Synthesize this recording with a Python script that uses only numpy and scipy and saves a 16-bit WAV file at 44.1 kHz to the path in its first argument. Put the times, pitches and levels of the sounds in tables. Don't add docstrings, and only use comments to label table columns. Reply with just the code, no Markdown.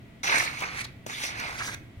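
import sys
import numpy as np
from scipy import signal
from scipy.fft import rfft, irfft
from scipy.io import wavfile
from scipy.ndimage import uniform_filter1d, map_coordinates

SR = 44100
rng = np.random.default_rng(int(sys.argv[2]) if len(sys.argv) > 2 else 0)


def store_pcm(level_fs):
    pcm = np.round(np.clip(level_fs, -1, 1) * 32767).astype(np.int16)
    wavfile.write(sys.argv[1], SR, np.atleast_2d(pcm).T)


N = 88200
T = np.arange(N) / SR
FREQ_HZ = np.fft.rfftfreq(N, 1 / SR)


def amp(db):
    return 10 ** (np.asarray(db) / 20)


def unit(x):
    return x / np.sqrt(np.mean(x ** 2) + 1e-20)


def read(points, hz):
    f, value = np.transpose(points)
    return np.interp(np.log(hz + 1), np.log(f + 1), value)


def add(mix, start_s, sound):
    part = mix[round(start_s * SR):][:len(sound)]
    part += sound[:len(part)]


def impulse_response(spectrum, size=4096):
    log_gain = np.log(amp(read(spectrum, abs(np.fft.fftfreq(size, 1 / SR)))))
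    return np.fft.ifft(np.exp(np.conj(signal.hilbert(log_gain)))).real[:size // 2]


def colour(x, spectrum):
    fir = impulse_response(spectrum)
    return signal.fftconvolve(x, fir / np.linalg.norm(fir))[:N]


def wobble(rate_hz):
    return unit(irfft(rfft(rng.standard_normal(N)) / (1 + (FREQ_HZ / rate_hz) ** 4), N))


def swell(peak_s, sigma_s):
    return np.exp(-.5 * ((T - peak_s) / sigma_s) ** 2)


def background():
    # freq_hz, relative_db
    air_spectrum = [(15, -49), (25, -11), (58, -17), (82, -5.5), (120, -2), (153, -10.5), (229, -5.5),
                    (463, -23), (607, -18), (659, -20.5), (988, -24.5), (1840, -26.5), (2000, -20),
                    (2840, -27.5), (3250, -27.5), (5140, -40), (16000, -52.5)]
    rumble_spectrum = [(20, -6), (50, 1), (90, 3), (140, 3.5), (200, -7), (290, -2.5), (450, -11.5),
                       (1200, -38.5)]
    # freq_hz, correlation
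    likeness = [(30, 0.26), (70, 0.95), (150, 0.93), (300, 0.9), (700, 0.15), (2000, 0), (10000, 0.058)]
    # pitch_hz, level_db
    hum_lines = [(120, -57.5), (181, -66), (673, -70), (1933, -71)]
    # time_s, level_db
    handling = [(0, -52.5), (0.22, -55), (0.37, -48), (0.5, -50), (0.63, -52), (0.75, -47.5), (0.87, -49),
                (1.0, -52), (1.1, -56.5), (1.3, -51), (1.4, -46), (1.5, -49), (1.68, -47), (1.82, -48),
                (1.95, -56), (1.98, -50), (2.0, -51)]
    air_db, waver_hz = -51, 4
    same = read(likeness, FREQ_HZ)

    def stereo_noise(spectrum):
        left, other = rfft(rng.standard_normal((2, N)))
        right = same * left + np.sqrt(1 - same ** 2) * other
        return unit(irfft(np.array([left, right]) * amp(read(spectrum, FREQ_HZ)), N))

    out = amp(air_db) * stereo_noise(air_spectrum)
    out += amp(np.interp(T, *np.transpose(handling))) * stereo_noise(rumble_spectrum)
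    for pitch_hz, level_db in hum_lines:
        cycles = np.cumsum(pitch_hz + waver_hz * wobble(rate_hz=16.3)) / SR
        out += amp(level_db) * np.sqrt(2) * np.sin(2 * np.pi * cycles)
    return out


def bump():
    # start_s, level_db, pitch_hz
    knocks = [(1.972, -33, 88)]
    rise_s = 0.0032
    out, t = np.zeros(N), T[:SR // 5]
    envelope = t / rise_s * np.exp(1 - t / rise_s)
    for start_s, level_db, pitch_hz in knocks:
        add(out, start_s, amp(level_db) * envelope * np.sin(2 * np.pi * pitch_hz * t))
    return out


def scattered(x, lag_s=.002):
    # freq_hz, power_share
    shares = [(150, 0.05), (400, 0.06), (700, 0.38), (1700, 0.14), (2800, 0.55), (6000, 0.34),
              (10000, 0.87), (16000, 0.8)]
    share = read(shares, FREQ_HZ)
    frames = signal.stft(x, nperseg=256)[2]
    random_phase = np.exp(2j * np.pi * rng.random(frames.shape))
    paths = signal.istft(frames * random_phase, nperseg=256)[1][:N]
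    late = rfft(unit(paths) * np.std(x)) * np.exp(-2j * np.pi * FREQ_HZ * lag_s)
    return irfft(np.sqrt(1 - share) * rfft(x) + np.sqrt(share) * late, N)


def room(x, tail_db=-13, build_s=0.011):
    # freq_hz, t60_s
    decay_times = [(150, 0.92), (800, 0.33), (2200, 0.48), (5500, 0.26), (14000, 0.18)]
    t = T[:SR // 2]
    hz, age_s, frames = signal.stft(rng.standard_normal(len(t)), SR, nperseg=256)
    decay = np.exp(-np.log(1000) * age_s / read(decay_times, hz)[:, None])
    tail = signal.istft(frames * decay, nperseg=256)[1][:len(t)] * np.minimum(t / build_s, 1)
    return scattered(x) + amp(tail_db) * signal.fftconvolve(x, tail / np.linalg.norm(tail))[:N]


def contact(attack_s=0.0024, release_s=0.0029):
    # touch_s, lift_s
    spans = [(0.2305, 0.857), (1.064, 1.75)]
    return sum(np.clip((T - touch_s) / attack_s, 0, 1) * np.exp(-np.maximum(T - lift_s, 0) / release_s)
               for touch_s, lift_s in spans)


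def slips(rate_hz=5000, spread_db=3.5, smooth_share=0.82):
    size = amp(spread_db * np.minimum(rng.exponential(1, N), 4))
    clicks = rng.choice([-1, 1], N) * size * (rng.random(N) < rate_hz / SR)
    return np.sqrt(1 - smooth_share) * unit(clicks) + np.sqrt(smooth_share) * rng.standard_normal(N)


def drift(x, depth_db=1.5, width_hz=1100, span_s=0.071):
    frames = signal.stft(x, nperseg=256)[2]
    field = rng.standard_normal(frames.shape[::-1]).T
    field = uniform_filter1d(field, round(width_hz * 256 / SR), axis=0)
    field = uniform_filter1d(field, round(span_s * SR / 128), axis=1)
    return signal.istft(frames * amp(depth_db * unit(field)), nperseg=256)[1][:N]


def ring(hz, width_hz):
    t = T[:SR // 100]
    return t * np.exp(-np.pi * width_hz * t) * np.cos(2 * np.pi * hz * t)


def sand():
    # peak_s, sigma_s, level_db
    patches = [(0.384, 0.0051, -28.5), (0.442, 0.015, -37), (0.795, .03, -54), (1.068, 0.0034, -51),
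               (1.248, 0.028, -42.5)]
    # freq_hz, relative_db
    spectrum = [(2000, -22.5), (4000, 2), (7000, -1), (9500, -5), (12000, -7), (16000, -18)]
    envelope = sum(amp(level_db) * swell(peak_s, sigma_s) for peak_s, sigma_s, level_db in patches)
    return colour(slips() * envelope, spectrum)


def swishes():
    # peak_s, sigma_s, level_db, resonance_hz
    events = [(0.265, 0.052, -37.5, 5740), (0.399, 0.0028, -29.5, 5800), (0.46, 0.018, -40.5, 4060),
              (0.665, 0.019, -49.5, 6040), (0.85, 0.0034, -39, 4230), (1.11, 0.018, -46.5, 6500),
              (1.15, 0.034, -43.5, 3650), (1.264, 0.027, -40.5, 5600), (1.31, 0.032, -44.5, 2290),
              (1.455, 0.027, -43.5, 2500)]
    out, rub = np.zeros(N), slips()
    for peak_s, sigma_s, level_db, resonance_hz in events:
        tread = signal.oaconvolve(rub, ring(resonance_hz, width_hz=1120))[:N]
        out += amp(level_db) * unit(tread) * swell(peak_s, sigma_s)
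    return out * contact()


def taps(thud_decay_s=0.0049, click_decay_s=0.0019):
    # start_s, thud_energy_db, click_energy_db
    hits = [(0.372, -8, -20), (0.604, -25, -12.5), (0.621, -11.5, -14), (0.640, -17, -23),
            (1.0639, -10, -13), (1.097, -13, -19), (1.238, -13.5, -7.5), (1.399, -22, -11),
            (1.744, -34, -17)]
    # freq_hz, relative_db
    thud_spectrum = [(60, -13), (150, 0), (330, 3.5), (600, -1.5), (1000, -6), (2500, -23), (8000, -64)]
    click_spectrum = [(200, 5), (800, -7.5), (2200, -0.5), (4000, -9), (6200, -3.5), (9000, -15),
                      (16000, -12)]
    thuds, clicks, t = np.zeros(N), np.zeros(N), T[:SR // 20]
    for start_s, thud_db, click_db in hits:
        for mix, db, decay_s in ((thuds, thud_db, thud_decay_s), (clicks, click_db, click_decay_s)):
            burst = rng.standard_normal(len(t)) * np.exp(-t / decay_s)
            add(mix, start_s, amp(db) * burst / np.linalg.norm(burst))
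    return colour(thuds, thud_spectrum) + colour(clicks, click_spectrum)


def catches(judder_hz=480):
    # start_s, length_s, level_db, resonance_hz
    events = [(0.275, .012, -27, 2100), (0.297, .014, -30, 2230), (0.321, 0.0081, -27, 2000),
              (0.343, 0.014, -26, 1880), (0.372, 0.0044, -29.5, 1960), (0.396, .012, -26.5, 2000),
              (0.785, 0.0074, -36, 1830), (1.598, .027, -34.5, 1580), (1.676, 0.022, -35, 1660)]
    cycles = np.cumsum(judder_hz * np.exp(.45 * wobble(rate_hz=500))) / SR
    pulses = np.diff(np.floor(cycles), prepend=0) * rng.uniform(0.56, 1, N)
    out = np.zeros(N)
    for start_s, length_s, level_db, resonance_hz in events:
        force = np.r_[1, pulses[round(start_s * SR):round((start_s + length_s) * SR)]]
        judder = np.convolve(force, ring(resonance_hz, width_hz=890))
        add(out, start_s, amp(level_db) * judder * np.sqrt(length_s * SR) / np.linalg.norm(judder))
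    return out


def soles(chatter_hz=169, shared_chatter_db=0.5, own_chatter_db=1.44):
    # time_s, drag_db, rasp_db, grit_db
    first_bout = [(0.236, -37, -38, -37.5), (0.284, -38, -30, -38.5), (0.294, -32.5, -29, -43),
                  (0.348, -31.5, -25, -35.5), (0.394, -35.5, -32, -36), (0.458, -39, -32, -46),
                  (0.516, -45, -47, -50), (0.566, -46, -40.5, -49.5), (0.6, -46, -39.5, -42),
                  (0.642, -36, -34, -49), (0.648, -39.5, -38, -53), (0.724, -44.5, -40, -55),
                  (0.814, -46, -37.5, -38.5), (0.832, -55, -46, -60), (0.844, -48, -55, -39.5),
                  (0.857, -46, -52, -55)]
    second_bout = [(1.068, -50.5, -47.5, -48.5), (1.086, -53, -49, -47), (1.098, -46.5, -40, -45),
                   (1.152, -54, -42.5, -44), (1.19, -48.5, -43, -41.5), (1.246, -46.5, -36.5, -36),
                   (1.346, -47, -42.5, -57), (1.394, -44.5, -36.5, -47), (1.462, -42.5, -38.5, -50),
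                   (1.57, -44.5, -47, -49), (1.602, -45, -34.5, -41.5), (1.616, -44, -35, -46.5),
                   (1.652, -47.5, -44.5, -40), (1.69, -46, -68, -39.5), (1.706, -52, -49, -46.5),
                   (1.73, -48, -42, -48), (1.746, -45.5, -39, -39.5), (1.75, -52, -64, -68)]
    # freq_hz, relative_db
    drag = [(100, -24), (250, -8), (450, -6), (780, 1), (1100, 0), (1600, 3), (2000, -11.5), (3000, -17),
            (6000, -50)]
    rasp = [(800, -24.5), (1400, -16.5), (1850, -2), (2250, 4.5), (2600, 0), (3100, -13), (4200, -8.5),
            (6000, -22.5), (12000, -45.5)]
    grit = [(1000, -28), (2500, -1.5), (3600, 1), (4800, -3.5), (6200, 0), (7600, -6), (9200, -5.5),
            (12000, -8.5), (16000, -20.5)]
    trims_db = (3, 0.82, 1.5)
    time_s, *levels_db = np.transpose([*first_bout, *second_bout])
    shared_db = shared_chatter_db * wobble(chatter_hz)
    out = np.zeros(N)
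    for level_db, spectrum, trim_db in zip(levels_db, (drag, rasp, grit), trims_db):
        force = unit(drift(slips()) * amp(shared_db + own_chatter_db * wobble(chatter_hz)))
        envelope = contact() * amp(trim_db + np.interp(T, time_s, level_db))
        out += colour(force * envelope, spectrum)
    return out


def scene():
    # time_s, lag_ms
    bearing = [(0.25, 0.32), (0.45, 0.36), (0.8, 0.247), (1.1, 0.33), (1.5, 0.318), (1.62, 0.17),
               (1.75, 0.2)]
    # freq_hz, gain_db
    left_port = [(200, -7.5), (1000, 0.5), (1700, -2.5), (2250, -3.5), (3200, 0.5), (4800, 2), (6200, 1),
                 (7700, -0.5), (8900, 4.5), (11000, -2.5), (16000, 0.5)]
    right_port = [(200, -0.5), (1000, -1), (1700, 4), (2250, 3), (3200, -2), (4800, 1.5), (6200, 2.5),
                  (6800, 0), (7500, -7.5), (8900, -6), (10300, -5.5), (12000, -9), (14000, -4.5),
                  (16000, 4)]
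    shoes = soles() + swishes() + sand() + catches() + taps()
    lag_s = np.interp(T, *np.transpose(bearing)) / 1000
    delayed = map_coordinates(shoes, [(T - lag_s) * SR], order=3)
    left = signal.fftconvolve(room(shoes), impulse_response(left_port))[:N]
    right = signal.fftconvolve(room(delayed), impulse_response(right_port))[:N]
    return np.array([left, right]) + background() + bump()


def record(dry):
    cutoff_hz = 16000
    lowpass = signal.firwin(511, cutoff_hz, window=("kaiser", 9), fs=SR)
    return signal.oaconvolve(dry, lowpass[None], "same")


dry = scene()
out = record(dry)
store_pcm(out)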